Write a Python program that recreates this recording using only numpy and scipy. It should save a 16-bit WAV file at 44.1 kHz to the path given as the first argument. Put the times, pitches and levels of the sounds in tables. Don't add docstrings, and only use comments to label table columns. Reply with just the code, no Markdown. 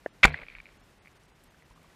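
import sys
import numpy as np
from scipy import signal
from scipy.fft import rfft, irfft, next_fast_len
from scipy.io import wavfile
from scipy.ndimage import map_coordinates

SR = 44100
rng = np.random.default_rng(int(sys.argv[2]) if len(sys.argv) > 2 else 0)


def makeup_ratio(level_db):
    decades = np.asarray(level_db, float) / 20
    return 10 ** decades


def to_wav(sig):
    pcm = np.clip(np.atleast_2d(sig), -1, 1) * 32767
    pcm = np.round(pcm).astype(np.int16)
    wavfile.write(sys.argv[1], SR, pcm.T)


N = 85995

# (time [s], level [dB])
HISS_LEVEL = [
    (0.0, -62.5),
    (1.536, -62.5),
    (1.95, -61.5),
]
# (frequency [Hz], density [dB per Hz])
HISS_COLOUR = [(15, -23.5), (35, 5), (80, 0), (150, 0), (500, -7), (1100, -10), (2000, -11.5),
               (4500, -19.5), (9500, -26), (14400, -31), (15700, -46)]
# (time [s], peak level [dB], pitch [Hz])
SHRIMP_SNAPS = [(0.6164, -55, 6750), (0.839, -60.5, 5860), (1.1155, -58, 5060), (1.2356, -53.5, 7330),
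                (1.255, -59, 6730), (1.4376, -51, 9820), (1.4425, -52.5, 9950), (1.080, -59, 9400),
                (1.682, -62, 11080), (1.5835, -60, 6420), (1.7025, -55.5, 7297), (1.8309, -56, 9300)]
# (time [s], peak level [dB], pitch [Hz])
RISING_BUBBLES = [(1.319, -53.5, 853), (1.544, -53.5, 1520), (1.624, -56, 892), (1.679, -55, 501),
                  (1.709, -48, 945), (1.759, -53, 1050), (1.776, -49.5, 1120), (1.844, -52, 1100),
                  (1.903, -56, 1820)]

# (time [s], level [dB])
CHURN_LEVEL = [
    (.25, -34.5),
    (.272, -41.5),
    (.31, -46),
    (.33, -58),
    (.39, -55),
    (.43, -50),
    (.452, -74),
    (.6, -95),
]
# (frequency [Hz], density [dB per Hz])
CHURN_COLOUR = [(60, -22), (150, 2.5), (330, -6.5), (490, 1), (1000, -7), (1600, -6.5), (4300, -23),
                (5500, -51.5)]

# (time [s], peak level [dB], pitch [Hz], rise [s])
LINE_KNOCKS = [(0.2639, -30, 2110, 0.0016), (0.2685, -37, 2140, 0.0009), (0.2697, -25, 2250, 0.0018),
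               (0.2788, -23, 2310, 0.0018), (0.2865, -36, 2060, 0.0014), (0.2922, -37, 2170, 0.0009),
               (0.2953, -33, 2240, 0.001), (0.3027, -30, 2080, 0.0009), (0.309, -46, 4000, 0.0014),
               (0.3108, -37, 2180, 0.0014), (0.3167, -36, 2070, 0.0008), (0.321, -40, 2290, 0.0012),
               (0.3265, -48, 4200, 0.0016), (0.3325, -50, 4500, 0.0014), (0.3422, -19.5, 1830, 0.0016),
               (0.3448, -27, 1930, 0.0016), (0.3534, -42, 1920, 0.001), (0.359, -50, 4100, 0.001),
               (0.3593, -42, 2190, 0.001), (0.3663, -40, 2180, 0.0011), (0.3695, -43, 1990, 0.0009),
               (0.371, -41, 2160, 0.001), (0.3734, -39, 2100, 0.0015), (0.3778, -41, 2020, 0.0013),
               (0.3879, -33, 2160, 0.0015), (0.3912, -43, 1980, 0.0008), (0.3983, -40, 2390, 0.0019),
               (0.4158, -35, 2270, 0.0013), (0.4177, -39, 2180, 0.0022), (0.4327, -36, 2050, 0.0015),
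               (0.4365, -42, 2290, 0.0011)]
# (time [s], peak level [dB], pitch [Hz], rise [s])
SLACK_KNOCKS = [(0.4661, -41, 2310, 0.001), (0.4832, -35, 2390, 0.0022), (0.4998, -39, 2330, 0.0015),
                (0.5374, -47, 2290, 0.001), (0.551, -32, 2350, 0.0012), (0.5549, -43, 2110, 0.0007),
                (0.558, -47, 1930, 0.0011), (0.5845, -38, 2330, 0.0013), (0.5905, -46, 2320, 0.001),
                (0.6006, -37, 2270, 0.0012), (0.6023, -37, 2290, 0.0013), (0.6562, -38, 2300, 0.0011),
                (0.6661, -43, 2260, 0.0013), (0.689, -45, 2230, 0.0009), (1.0502, -49, 2160, 0.001),
                (1.058, -45, 2160, 0.0011), (1.0723, -41, 2190, 0.0011), (1.0741, -52, 2360, 0.0006),
                (1.0798, -46, 2310, 0.0011), (1.6228, -49, 2050, 0.0011)]
# (pitch ratio [1], relative level [dB])
KNOCK_SIDE_MODES = [(.52, -13), (.25, -21), (1.85, -21), (.74, -13), (1.35, -18)]
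# (time [s], level [dB])
RUSTLE_LEVEL = [
    (.255, -55),
    (.30, -48),
    (.34, -50),
    (.44, -58),
    (.46, -61),
    (.56, -55),
    (.62, -70),
    (.70, -68),
    (.8, -76),
]
# (frequency [Hz], density [dB per Hz])
RUSTLE_COLOUR = [(500, -31), (1200, -14), (1700, -5.5), (2300, 0.5), (2800, -12), (4300, -17), (5300, -35),
                 (9000, -59.5)]

# (frequency [Hz], level [dB])
SHUDDER_MODES = [(75, -33.5), (148, -33.5), (250, -46)]
# (time [s], level [dB], pitch [Hz], rise [s], 60 dB decay [s])
RUBBER_SLAPS = [
    (0.2423, -17.5, 43.3, 0.015, 0.1),
    (0.25, -19, 194, 0.0029, 0.023),
    (0.25, -9.5, 285, 0.00045, .012),
    (0.407, -48.5, 34, 0.02, 0.19),
    (.53, -50, 36.3, 0.058, 0.24),
    (.68, -58.5, 47, 0.0298, 0.26),
    (1.69, -56, 42.1, 0.024, 0.28),
    (1.67, -64.5, 162, .09, 1.8),
    (.475, -56, 33, .04, .3),
]

# (delay [s], pitch [Hz], relative level [dB], rise [s], 60 dB decay [s])
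TRIGGER_MODES = [
    (0, 549, -1, 0.0028, 0.005),
    (.0004, 1744, -8, 0.0021, 0.0054),
    (.0045, 1780, -27.5, 0.0011, 0.028),
    (0, 2870, -29.5, 0.0028, .005),
    (.0035, 690, -17, 0.0014, 0.0057),
    (.008, 296, -31, 0.0016, 0.0087),
]

# (time [s], peak level [dB], pitch [Hz], rise [s])
SHAFT_JOLTS = [(0.2306, -23, 3440, 0.0012), (0.2308, -16, 2280, 0.0009), (0.2321, -9, 2150, 0.0011),
               (0.2328, -13, 1330, 0.002), (0.2334, -21, 4100, 0.0006), (0.2335, -12, 2160, 0.0006),
               (0.2342, -17, 3510, 0.0005), (0.2342, -6, 2330, 0.0013), (0.2347, -17, 3190, 0.0006),
               (0.2355, -14, 3460, 0.0008), (0.2361, -5, 2430, 0.001), (0.2372, -18, 3410, 0.0006),
               (0.2374, -23, 1060, 0.0017), (0.2378, -14, 1960, 0.001), (0.2391, -23, 3560, 0.0006),
               (0.2397, -23, 3490, 0.0005), (0.2398, -6, 2080, 0.001), (0.2404, -16, 1150, 0.0012),
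               (0.2406, 0.5, 2250, 0.0019), (0.2409, -18, 3580, 0.0009), (0.242, -16, 1290, 0.001),
               (0.2423, -22, 3870, 0.0006), (0.2429, -24, 3990, 0.0006), (0.2441, -21, 4260, 0.0005),
               (0.2441, -14, 2090, 0.001), (0.2448, -22, 4340, 0.0007), (0.2453, -6, 2160, 0.0009),
               (0.2463, -21, 3640, 0.0004), (0.2471, -21, 1260, 0.001), (0.248, -12, 2420, 0.001),
               (0.2491, -21, 950, 0.0009), (0.2497, -19, 1850, 0.0009), (0.2505, -15, 2170, 0.001),
               (0.2506, -6, 1360, 0.0013), (0.2515, -18, 3730, 0.0006), (0.2516, -13, 2110, 0.001),
               (0.2523, -24, 3560, 0.0008), (0.2533, -17, 1420, 0.0009), (0.2537, -23, 4340, 0.001),
               (0.2538, -17, 2170, 0.0013), (0.2545, -22, 1210, 0.0013), (0.2559, -23, 1290, 0.0014),
               (0.256, -24, 4430, 0.0006), (0.256, -15, 2280, 0.001), (0.2574, -17, 2220, 0.0012),
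               (0.2597, -24, 2180, 0.0014)]
# (time [s], peak level [dB], pitch [Hz], rise [s])
OUTER_JOLTS = [
    (.2501, -18, 750, .001),
    (.2563, -24, 7000, .0005),
    (.2345, -24, 690, .002),
]
# (time [s], level [dB])
SCRAPE_LEVEL = [
    (.2296, -62.5),
    (.2305, -42),
    (.234, -31),
    (.2572, -26.5),
    (.2605, -47),
    (.29, -57.5),
    (.30, -62),
]
# (frequency [Hz], density [dB per Hz])
GRIT_COLOUR = [(150, -15.5), (300, -7.5), (1300, -0.5), (2200, -2), (3300, -4), (4600, -8.5), (7000, -18.5),
               (11000, -36), (15500, -51.5)]

# (start [s], end [s], edge [Hz]: losses grow from about half of it, surviving lines
THINNED = [(.088, .132, 5000), (.306, .320, 6000), (.548, .562, 6000), (.778, .796, 6000),
           (.812, .832, 5000), (.988, 1.022, 6000), (1.134, 1.152, 6000), (1.178, 1.196, 5000),
           (1.264, 1.280, 6000), (1.308, 1.352, 5000), (1.482, 1.50, 5000), (1.634, 1.652, 5000),
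           (1.738, 1.754, 5000)]
# (start [s], end [s], above [Hz])
DULLED = (.30, .72, 5500)


def unit(x):
    return x / np.sqrt(np.mean(x ** 2) + 1e-20)


def curve(rows):
    times, levels = np.transpose(rows)
    return np.interp(np.arange(N) / SR, times, levels, left=-120, right=-120)


def wobble(rate):
    knots = rng.standard_normal(int(N * rate / SR) + 4)
    return map_coordinates(knots, [np.arange(N) * rate / SR])


def noise(spectrum):
    size = next_fast_len(N + 8192)
    hz, db = np.transpose(spectrum)
    gain = makeup_ratio(np.interp(np.log(np.fft.rfftfreq(size, 1 / SR) + 1), np.log(hz + 1), db))
    return unit(irfft(rfft(rng.standard_normal(size)) * gain, size)[:N])


def ring(start_s, db, hz, rise_s, t60_s, glide=0):
    out = np.zeros(N)
    first = int(start_s * SR) + 1
    last = min(N, int((start_s + rise_s + 1.5 * t60_s) * SR))
    t = np.arange(first, last) / SR - start_s
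    onset = np.sin(np.pi / 2 * np.minimum(t / rise_s, 1)) ** 2
    decay = makeup_ratio(-60 * np.maximum(t - rise_s, 0) / t60_s)
    out[first:first + len(t)] = makeup_ratio(db) * (onset * decay) * np.sin(2 * np.pi * hz * t * (1 + glide * t))
    return out


def reef():
    level_db = curve(HISS_LEVEL)
    mean_db = np.mean(np.transpose(HISS_LEVEL)[1])
    swell_db = 0.77 * (level_db - mean_db)
    flutter_db = .7 * wobble(9) + .7 * wobble(50)
    hiss = makeup_ratio(mean_db + swell_db + 2 + flutter_db) * noise(HISS_COLOUR)
    snaps = np.zeros(N)
    for s, db, hz in SHRIMP_SNAPS:
        for ratio in (.8, 1, 1.3):
            snaps += ring(s, db + 2.5, hz * ratio, 0.00018, 0.005) / 2
    bubbles = sum(ring(s, db - 1.5, hz, 0.0017, 0.02, glide=6.3) for s, db, hz in RISING_BUBBLES)
    return hiss + snaps + bubbles


def churn():
    return makeup_ratio(curve(CHURN_LEVEL)) * noise(CHURN_COLOUR) * makeup_ratio(3 * wobble(130))


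def line():
    t60_rises, tap_db = 5.5, .5
    taps = np.zeros(N)
    knocks = list(LINE_KNOCKS) + list(SLACK_KNOCKS)
    for s, db, hz, rise in knocks:
        taps += ring(s, db + tap_db, hz, rise, t60_rises * rise)
        for ratio, mode_db in KNOCK_SIDE_MODES:
            level_draw, pitch_draw = rng.standard_normal(2)
            side_db = db + tap_db + mode_db + 2.5 * level_draw
            side_hz = hz * ratio * (1 + .07 * pitch_draw)
            taps += ring(s, side_db, side_hz, .8 * rise, .6 * t60_rises * rise)
    rustle = unit(noise(RUSTLE_COLOUR) * makeup_ratio(3.5 * wobble(200)))
    return taps + makeup_ratio(curve(RUSTLE_LEVEL)) * rustle


def shudder():
    start_s, settled_s, sag_db_per_s = 0.23, 0.347, 65
    t = np.arange(N) / SR - start_s
    settling_s = np.maximum(t + start_s - settled_s, 0)
    gate = np.clip(t / .008, 0, 1) * makeup_ratio(-sag_db_per_s * t - 830 * settling_s)
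    return gate * sum(makeup_ratio(db) * np.sin(2 * np.pi * hz * t) for hz, db in SHUDDER_MODES)


def trigger():
    start_s, level_db = .0600, -17
    return sum(ring(start_s + delay, level_db + db, hz, rise, t60)
               for delay, hz, db, rise, t60 in TRIGGER_MODES)


def shot():
    jolts = np.zeros(N)
    for s, db, hz, rise in list(SHAFT_JOLTS) + list(OUTER_JOLTS):
        jolts += ring(s, db + 1, hz, rise, 4.5 * rise)
    rasp = noise(GRIT_COLOUR) * makeup_ratio(2.7 * wobble(700))
    brighten_s = 0.02291
    speed = np.clip((np.arange(N) / SR - SHAFT_JOLTS[0][0]) / brighten_s, 0, 1)
    edge = np.diff(rasp, 2, prepend=[0, 0])
    grit = makeup_ratio(curve(SCRAPE_LEVEL) + 7) * (rasp + 1.5 * speed * edge)
    slaps = sum(ring(*slap) for slap in RUBBER_SLAPS)
    return jolts + grit + slaps


def scene():
    return (reef() + churn() + line() + shudder() + trigger() + shot())[None]


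def thin_treble(x):
    survive_hz, hole_db, line_db = 2200, -24, 4
    hz, t, z = signal.stft(x, SR, nperseg=768, noverlap=672)
    gain = np.ones(z.shape[1:]) * (hz < 15700)[:, None]
    dull_start, dull_end, dull_hz = DULLED
    gain[np.ix_(hz > dull_hz, (t > dull_start) & (t < dull_end))] = makeup_ratio(-2.5)
    for start, end, top in THINNED:
        luck = np.repeat(rng.random(len(hz) // 2 + 1), 2)[:len(hz)]
        kept = luck < np.exp(-(hz - top / 2) / survive_hz) + .08
        line_gain = np.where(kept, makeup_ratio(line_db * (hz > top)), makeup_ratio(hole_db))
        gain[:, (t > start) & (t < end)] *= line_gain[:, None]
    return signal.istft(z * gain, SR, nperseg=768, noverlap=672)[1][:, :N]


def low_pass(x):
    return signal.sosfilt(signal.butter(12, 15770, fs=SR, output="sos"), x)


def record(dry):
    limit, hardness = 1.02, 12
    clipped = dry / (1 + np.abs(dry / limit) ** hardness) ** (1 / hardness)
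    mix = thin_treble(clipped)
    return low_pass(mix)


dry = scene()
out = record(dry)
to_wav(out)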